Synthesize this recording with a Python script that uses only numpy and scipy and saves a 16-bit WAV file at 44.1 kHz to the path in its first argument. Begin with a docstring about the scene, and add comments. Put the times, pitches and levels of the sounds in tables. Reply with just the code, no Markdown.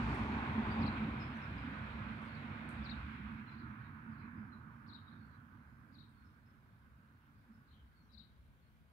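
"""A camp on the grass beside a country road, where a vehicle rolls away.
Its tyres roar and thud over bumps, then dull as soft ground and leaves come between. In the trees,
sparrows chirp, another bird whistles thin notes and a far one rasps. Steam snaps in a small wood fire,
a breeze touches the microphone, and far traffic and leaves murmur behind it all."""
import sys
import numpy as np
from scipy import signal
from scipy.fft import rfft, irfft, next_fast_len
from scipy.io import wavfile
from scipy.ndimage import uniform_filter1d

SR = 44100
rng = np.random.default_rng(int(sys.argv[2]) if len(sys.argv) > 2 else 0)


def master_out(mix):
    """Clip the mix to full scale and print it as 16-bit PCM to the path in sys.argv[1]."""
    frames = np.transpose(np.atleast_2d(mix))
    ceiling = np.clip(frames, -1, 1)
    pcm = np.round(ceiling * 32767).astype(np.int16)
    wavfile.write(sys.argv[1], SR, pcm)


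N = 393372
TIME = np.arange(N) / SR
# the grid on which noise is shaped: times [s] and frequencies [Hz]
FRAMES = np.arange(N // 256 + 5) * 256 / SR
BINS = np.fft.rfftfreq(1024, 1 / SR)


# the vehicle's direction shades the low sounds on one side: (time [s], left minus right [dB])
SIDE_BALANCE = [(0, 0.5), (1, 1), (2, -2.5), (4.3, -3), (6, -3), (8.9, 3.5)]

def vehicle():
    """Tyres and body sound together; their low part drifts between left and right as they leave."""
    jolts = noise(0 * BINS, patchy_db=3)
    # the narrow ring of the tyres carries furthest down the road
    ring = resonance(jolts, centre_hz=1550, width_hz=130, seconds=0.14) * amp(-68 + 0.7 * distance_db())
    sound = tyre_roar() + tread_drumming() + tyre_hiss() + ring + rumble(jolts)
    low = filtered(sound, lambda hz: 1 / (1 + (hz / 1800) ** 8))
    shade = amp(np.array([[0.5], [-0.5]]) * over_time(SIDE_BALANCE)[0])
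    return sound + low * (shade - 1)


# how the tyres fade as they roll away: (time [s], level [dB])
TYRE_FADE = [(0, -51.5), (0.3, -52.6), (0.7, -51.5), (1.1, -54.5), (1.42, -57), (1.97, -57), (2.3, -58.5),
             (3.0, -58.5), (3.55, -62.5), (4.3, -63), (5.0, -68), (5.7, -71.5), (6.12, -75.5), (6.4, -75.5),
             (7.0, -76.5), (7.5, -76), (8.05, -80), (8.9, -83)]

def distance_db(near_db=-52):
    """The tyres' level compared with close by: the further away, the more negative."""
    return over_time(TYRE_FADE)[0] - near_db


# the tone of rolling tyres: (frequency [Hz], relative level [dB])
ROAR_TONE = [(150, -11), (400, -12), (700, -9.5), (1000, -2.5), (1500, 1), (1950, -5), (2450, -4.5),
             (3000, -14), (4000, -19), (5000, -32.5), (6000, -41), (8500, -42), (11000, -50), (15000, -49)]

def tyre_roar():
    """Tyres roar on the road; soft ground swallows the lower middle tones, then leaves dull the highs."""
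    t = FRAMES[:, None]
    ground_db = np.interp(t, [2.79, 3.21], [4, -5.5])  # from hard ground to soft
    ground_band = np.exp(-np.abs(np.log2((BINS + 1) / 500) / 0.81) ** 3)
    leaves_db = -np.clip(8 * (t - 3.1), 0, 12)
    leaves_band = np.clip(np.log2((BINS + 1) / 1600) / 0.67, 0, 1.7)
    roar = noise(over_hz(ROAR_TONE) + leaves_db * leaves_band + ground_db * ground_band, patchy_db=0.98)
    core = filtered(roar, lambda hz: (hz > 1150) & (hz < 1800))  # the strongest band sets the level
    return roar / core.std() * amp(-49 + distance_db() + 0.5 * road_unevenness())


# the tone of the tread striking the road: (frequency [Hz], relative level [dB])
TREAD_TONE = [(250, -18), (390, -5), (500, -20.5), (620, -15), (790, -6), (920, -4), (1150, -6.5),
              (1600, -24.5), (4000, -79)]

def tread_drumming():
    """The tread's drumming beams sideways, so it is soon lost."""
    drumming = noise(over_hz(TREAD_TONE), patchy_db=1)
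    return drumming * hold_and_fade(db=-47, until_s=0.87, db_per_s=32)


# the tone of the tyres' hiss: (frequency [Hz], relative level [dB])
HISS_TONE = [(2000, -26), (4000, 7.5), (6000, -2), (7500, -6.5), (9500, -10), (11500, -25), (16000, -32.5)]

def tyre_hiss():
    """A bright hiss also beams sideways, and starts to fade even sooner."""
    hiss = noise(over_hz(HISS_TONE), patchy_db=-1.5)
    return hiss * hold_and_fade(db=-67.5, until_s=0.11, db_per_s=26.5)


# the tone of the shaking body: (frequency [Hz], relative level [dB])
BODY_TONE = [(20, -52), (35, -20), (50, -15), (70, -6.5), (95, 3), (150, -1), (195, -6), (250, -3),
             (300, -9.5), (400, -26.5), (600, -43.5), (2000, -88)]
# it is brightest going by and dulls with distance: (time [s], slope above 200 Hz [dB per octave])
BODY_BRIGHTNESS = [(0, 1.5), (1.2, 8.5), (1.7, 0), (3.2, -0.5), (5.8, -2), (7.2, -1.5), (8.4, -14.5)]

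def rumble(jolts):
    """The rough road shakes the body and rings the air in the tyres; these long waves reach both sides."""
    octaves_up = np.clip(np.log2((BINS + 1) / 200), 0, 1.5)
    tilt_db = over_time(BODY_BRIGHTNESS, FRAMES)[0][:, None] * octaves_up
    shake = noise(tilt_db, patchy_db=2)[:1]
    away_db = distance_db()  # each layer fades at its own multiple of this
    body_lift_db, air_lift_db, boom_lift_db = bumps()
    body = filtered(shake, lambda hz: amp(over_hz(BODY_TONE, hz)))
    body = steadied(unit(body), seconds=0.19) * amp(-44 + 0.91 * away_db + body_lift_db)
    body *= amp(1.06 * road_unevenness())
    tyre_air = resonance(jolts[:1], centre_hz=221.3, width_hz=21.7, seconds=0.22)
    tyre_air *= amp(-46.5 + 1.134 * away_db + air_lift_db)
    boom = resonance(jolts[:1], centre_hz=65.2, width_hz=12, seconds=0.089)
    boom *= amp(-48.5 + 1.95 * away_db + boom_lift_db)
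    return body + tyre_air + boom


# bumps in the road: (time [s], body lift [dB], tyre air lift [dB], boom lift [dB])
ROAD_BUMPS = [(0.07, 4.5, 1.5, 6), (0.3, 0.5, 4.5, 3.5), (0.58, 1.5, 7.5, -2.5), (0.838, 5.5, 12, 2.5),
              (1.06, 4, 8.5, 6), (1.55, 2, -11, 11), (1.93, 0.5, -0.5, 10.5), (2.81, 0.5, 7.5, 13.5),
              (3.02, -2, -0.5, 14.5), (3.28, -2, 5.5, 14), (3.68, 1.5, 3.5, 13), (4.1, 1, 5, -2),
              (4.409, 0.5, 8.5, -3), (5.22, 4, 4, 16), (5.99, 4.5, 7.5, 1), (7.52, 0.5, 11, 0),
              (8.17, 3, 8.5, 0)]

def bumps(rise_s=0.069, fall_s=0.097):
    """Each soft thud swells quickly and settles more slowly; gives the dB to add to each rumble layer."""
    lifts = np.zeros((3, N))
    for s, *lift_db in ROAD_BUMPS:
        since = TIME - s
        swell = np.exp(-(since / np.where(since < 0, rise_s, fall_s)) ** 2)
        lifts += np.outer(lift_db, swell)
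    return lifts


def road_unevenness(smooth_s=0.15):
    """The road's surface as a slow random drift, which makes the roar waver and the rumble throb."""
    return unit(filtered(rng.standard_normal(N), lambda hz: np.exp(-(hz * smooth_s) ** 2) * hz))


# one chirp, rising and falling twice: (time from its start [s], pitch [Hz], relative level [dB])
CHIRP_SHAPE = [(0, 3623, -19.5), (0.015, 5100, -20), (.026, 4620, -9), (0.039, 4030, -2.5),
               (0.055, 3566, -25.5), (0.063, 3750, -3), (0.069, 4170, 2), (0.079, 4706, -10),
               (.086, 3950, 3), (0.095, 3775, -1), (.102, 3800, -25.5)]
# each sparrow chirp: (time [s], level [dB], pitch [factor], length [factor])
SPARROW_CHIRPS = [(0.798, -52, 1.025, 0.95), (1.70, -70, 0.86, 1.2), (2.239, -68, 1.04, 1.5),
                  (2.829, -50.5, 0.98, 0.99), (3.485, -71.5, 1.04, 1.4), (3.78, -75, 0.98, 0.88),
                  (4.08, -78, 1.05, 1.44), (4.862, -57, 0.98, 1.04), (5.068, -70.5, .95, 0.71),
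                  (5.21, -82, 1.03, 1.4), (5.919, -62.5, 0.98, 1.02), (7.657, -73, .97, 0.82),
                  (8.113, -58, 0.99, 1)]

def sparrows():
    """Sparrows repeat one chirp, stretched and shifted, that ends in a soft, lower rasp."""
    out = np.zeros((2, N))
    for s, db, pitch, length in SPARROW_CHIRPS:
        t = np.arange(0, CHIRP_SHAPE[-1][0], 1 / (SR * length))
        hz, shape_db = over_time(CHIRP_SHAPE, t)
        hoarseness = 0.012 + 0.003 * np.maximum(-shape_db, 0)  # the soft parts are hoarser
        chirp = whistle(pitch * uniform_filter1d(hz, size=160), hoarseness) * amp(db + shape_db)
        chirp *= signal.windows.tukey(len(t), 0.05)
        tail = rasp(len(t) // 3, centre_hz=3150, width_hz=400)
        tail *= np.linspace(1, 0, len(tail)) * amp(db - 17)
        call = np.concatenate([chirp, tail])
        echo_db = -5 + 0.36 * (-53 - db)  # fainter birds are further off, so more of them is echo
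        add(out, s, among_trees(call, echo_db, near_fade_s=0.23, far_fade_s=0.48, far_db=-7))
    return out


# thin whistled notes: (time [s], length [s], pitch [Hz], level [dB])
SONG_NOTES = [(0.699, 0.039, 4610, -64), (1.19, 0.052, 5090, -66), (1.345, 0.027, 6000, -82),
              (1.41, 0.035, 5150, -75), (1.57, 0.033, 4930, -74), (3.462, 0.056, 4070, -70.5),
              (4.513, 0.04, 4000, -75), (5.057, 0.046, 3820, -73), (5.154, 0.12, 4400, -84),
              (6.112, 0.13, 4350, -86), (6.238, 0.045, 5200, -86), (6.27, 0.052, 3870, -90),
              (6.453, 0.035, 5160, -87), (7.51, 0.065, 5250, -91), (7.77, 0.054, 3090, -81),
              (7.935, 0.1, 4360, -82.5), (8.01, 0.06, 5780, -93), (8.085, 0.058, 3915, -73),
              (8.6, 0.08, 4260, -92)]

def songbird(arch=0.0087, fall_hz_per_s=3700, faint_notes=9):
    """A bird further off whistles slightly arched, falling notes, with fainter ones at random times."""
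    out = np.zeros((2, N))
    # lowest and highest values, in the same columns as the table
    twitter = rng.uniform((0, 0.03, 4300, -98), (N / SR, 0.07, 5700, -91), (faint_notes, 4))
    for s, length, pitch_hz, db in [*SONG_NOTES, *twitter]:
        progress = np.linspace(0, 1, int(length * SR))
        hz = pitch_hz - fall_hz_per_s * length * (progress - 0.5)
        hz *= 1 + arch * (np.sin(np.pi * progress) - 2 / np.pi)
        waver = np.interp(length, [0.045, 0.075], [0.022, 0.009])  # short notes waver more
        note = whistle(hz, waver) * unit(signal.windows.tukey(len(hz), 0.8)) * amp(db)
        add(out, s, among_trees(note, echo_db=1.5, near_fade_s=0.29, far_fade_s=0.7, far_db=-17))
    return out


# a distant bird's calls: (time [s], length [s], centre frequency [Hz], level [dB])
HOARSE_CALLS = [(4.174, 0.11, 2270, -67), (7.161, 0.14, 2880, -88), (7.701, 0.1, 3150, -78.5)]

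def hoarse_bird():
    """Short rasping calls come from far off in the trees, mostly as echo."""
    out = np.zeros((2, N))
    for s, length, hz, db in HOARSE_CALLS:
        call = rasp(int(length * SR), hz, width_hz=330)
        call *= unit(np.hanning(len(call))) * amp(db)
        add(out, s, among_trees(call, echo_db=6, near_fade_s=0.3, far_fade_s=1, far_db=-15))
    return out


def whistle(hz, waver):
    """A bird's almost pure tone on a slightly unsteady pitch."""
    jitter = unit(uniform_filter1d(rng.standard_normal(len(hz)), size=50))
    return np.sqrt(2) * np.sin(2 * np.pi * np.cumsum(hz * (1 + waver * jitter)) / SR)


def rasp(samples, centre_hz, width_hz):
    """A bird's hoarse note: a band of noise with no clear pitch."""
    hiss = rng.standard_normal(samples)
    return unit(filtered(hiss, lambda hz: np.exp(-((hz - centre_hz) / width_hz) ** 2)))


# snaps of the fire: (time [s], level before echo and tone [dB], echo compared with the snap [dB])
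FIRE_SNAPS = [(.1456, -49.5, 2), (1.3703, -63, -2), (2.2164, -58.5, 5), (2.25, -63, 4), (2.691, -51.5, -1),
              (3.3174, -67, 3), (5.2679, -68, 2), (6.0945, -72, -6)]
# their bright tone: (frequency [Hz], gain [dB])
SNAP_TONE = [(1000, -41), (4500, -6), (6500, -6), (8500, 5.5), (11500, -4), (13000, -15), (16000, -15)]

def fire(decay_s=0.0012):
    """Pockets of steam burst in the burning wood, each a short bright crack."""
    out, t = np.zeros((2, N)), np.arange(SR // 100) / SR
    for s, db, echo_db in FIRE_SNAPS:
        crack = unit(rng.standard_normal(len(t))) * np.exp(-t / decay_s) * amp(db)
        add(out, s, among_trees(crack, echo_db, near_fade_s=0.3, far_fade_s=0.4, far_db=-18))
    return filtered(out, lambda hz: amp(over_hz(SNAP_TONE, hz)))


# puffs of wind: (time [s], level [dB])
WIND_PUFFS = [(5.7, -68), (6.22, -72), (6.9, -68), (7.8, -61.5), (8.17, -67.5), (8.44, -65)]

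def breeze(steady_db=-73.5, half_puff_s=0.079):
    """Light wind buffets the microphone: a soft, deep flutter with a few puffs."""
    puffs = sum(amp(db) * np.exp(-((TIME - s) / half_puff_s) ** 2) for s, db in WIND_PUFFS)
    flutter = resonance(rng.standard_normal((1, N)), centre_hz=66.4, width_hz=24, seconds=0.14)
    return (amp(steady_db) + puffs) * flutter


# the tone of the quiet background: (frequency [Hz], relative level [dB])
BACKGROUND_TONE = [(20, -48), (40, -3), (65, 4.5), (120, 7.5), (250, -1.5), (400, -7), (650, -9),
                   (950, -13.5), (1500, -26), (2100, -13.5), (4300, -21), (5600, -28), (7500, -31),
                   (9800, -27.5), (15500, -27)]

def background():
    """Far traffic, leaves and microphone hiss blend into one steady murmur."""
    murmur = filtered(noise(0 * BINS, patchy_db=1.6), lambda hz: amp(over_hz(BACKGROUND_TONE, hz)))
    return unit(murmur) * amp(-72)


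def among_trees(sound, echo_db, near_fade_s, far_fade_s, far_db):
    """Echoes from branches overhead and trees across the road; each drops 60 dB in its fade time."""
    t = np.arange(SR // 2) / SR
    echoes = rng.standard_normal((2, len(t))) * (rng.random((2, len(t))) < 0.1)
    echoes *= amp(-60 * t / near_fade_s) + amp(far_db - 60 * t / far_fade_s)
    echoes *= np.clip(t / 0.0065, 0, 1)
    echoes *= amp(echo_db) / np.linalg.norm(echoes, axis=1, keepdims=True)
    echoes[[0, 1], [0, 16]] += 1  # the direct sound reaches the left side first
    return signal.fftconvolve(sound[None], echoes, axes=1) / np.sqrt(1 + amp(echo_db) ** 2)


# how the microphone's two openings differ: (frequency [Hz], left minus right at full depth [dB])
MIC_BALANCE = [(80, 1.2), (230, -3), (620, -5), (800, 0.5), (1150, -6), (1600, -9), (2000, 4.5), (2600, -3),
               (3100, 5), (4050, 29), (5800, 8), (8300, -13), (9800, -3.5), (12000, -3)]

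def microphone(sound, depth=1.0):
    """Each opening weakens its own set of frequencies; depth scales how much they differ."""
    def gains(hz):
        ratio = amp(depth * over_hz(MIC_BALANCE, hz))
        return np.array([ratio, np.ones(len(hz))]) * np.sqrt(2 / (1 + ratio ** 2))
    return filtered(sound, gains)


# how alike left and right hear a noise: (frequency [Hz], likeness [0 to 1])
SIDE_LIKENESS = [(50, 0.9), (280, 1), (550, 0.97), (820, 0.56), (1100, 0.92), (1500, 0.34), (3000, 0.13),
                 (6000, 0.04)]
# how far the left wave runs ahead of the right: (frequency [Hz], lead [radians])
LEFT_LEAD = [(100, 2), (250, 1.6), (330, 0.5), (540, 1), (740, 1.26), (1000, 1.1), (1400, 2.5), (1750, 3),
             (2400, 7), (2900, 10), (3700, 13.5)]

def noise(tone_db, patchy_db):
    """Stereo noise of strength 1 with the given tone; moving air makes it patchy."""
    a, b, c, d, patches = rng.standard_normal((5, len(FRAMES), len(BINS)))
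    patches = unit(uniform_filter1d(uniform_filter1d(patches, size=18, axis=0), size=10, axis=1))
    alike = np.clip(over_hz(SIDE_LIKENESS), 0, 1)
    left, unrelated = a + 1j * b, c + 1j * d
    right = (alike * left + np.sqrt(1 - alike ** 2) * unrelated) * np.exp(-1j * over_hz(LEFT_LEAD))
    spectrum = np.array([left, right]) * amp(tone_db + patchy_db * patches)
    _, sound = signal.istft(spectrum, nperseg=1024, noverlap=768, time_axis=-2, freq_axis=-1)
    return unit(sound[:, :N])


def resonance(jolts, centre_hz, width_hz, seconds):
    """Random jolts keep one note ringing, its level evened out over the given seconds."""
    ring = filtered(jolts, lambda hz: (1 + ((hz - centre_hz) / width_hz) ** 2) ** -2)
    return steadied(unit(ring), seconds)


def steadied(x, seconds):
    """Evens out the slow, chance swells of a noise."""
    return x / np.sqrt(uniform_filter1d((x ** 2).mean(0), max(int(seconds * SR), 64)) + 1e-6)


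def hold_and_fade(db, until_s, db_per_s):
    """A gain that holds, then dies away."""
    return amp(db - db_per_s * np.maximum(TIME - until_s, 0))


def filtered(x, gain):
    """Turns each frequency up or down by gain(hz)."""
    size = next_fast_len(x.shape[-1] + 2048, real=True)
    return irfft(rfft(x, size) * gain(np.fft.rfftfreq(size, 1 / SR)), size)[..., :x.shape[-1]]


def over_hz(points, hz=BINS):
    """Reads a table between its frequencies, with octaves evenly spaced."""
    f, value = np.transpose(points)
    return np.interp(np.log(hz + 1), np.log(f + 1), value)


def over_time(rows, t=TIME):
    """Reads every column of a table at the times t."""
    s, *columns = np.transpose(rows)
    return [np.interp(t, s, c) for c in columns]


def add(mix, s, sound):
    """Mixes a stereo sound in at s seconds."""
    part = mix[:, max(0, round(s * SR)):][:, :sound.shape[1]]
    part += sound[:, :part.shape[1]]


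def amp(db):
    """Turns decibels into a gain to multiply by."""
    return 10 ** (np.asarray(db) / 20)


def unit(x):
    """Scales a signal to an average strength (rms) of 1."""
    return x / np.sqrt(np.mean(x ** 2) + 1e-30)


def scene():
    """Vehicle, birds, fire and breeze over the quiet background."""
    murmur = microphone(background(), depth=0.3)
    birds = sparrows() + songbird() + hoarse_bird()
    return microphone(vehicle() + birds + fire()) + breeze() + murmur


def record(dry, top_hz=15750):
    """The recorder cuts off the very highest sounds."""
    low_pass = signal.firwin(511, top_hz, window=("kaiser", 9), fs=SR)
    return signal.oaconvolve(dry, low_pass[None], "same")


dry = scene()
out = record(dry)
master_out(out)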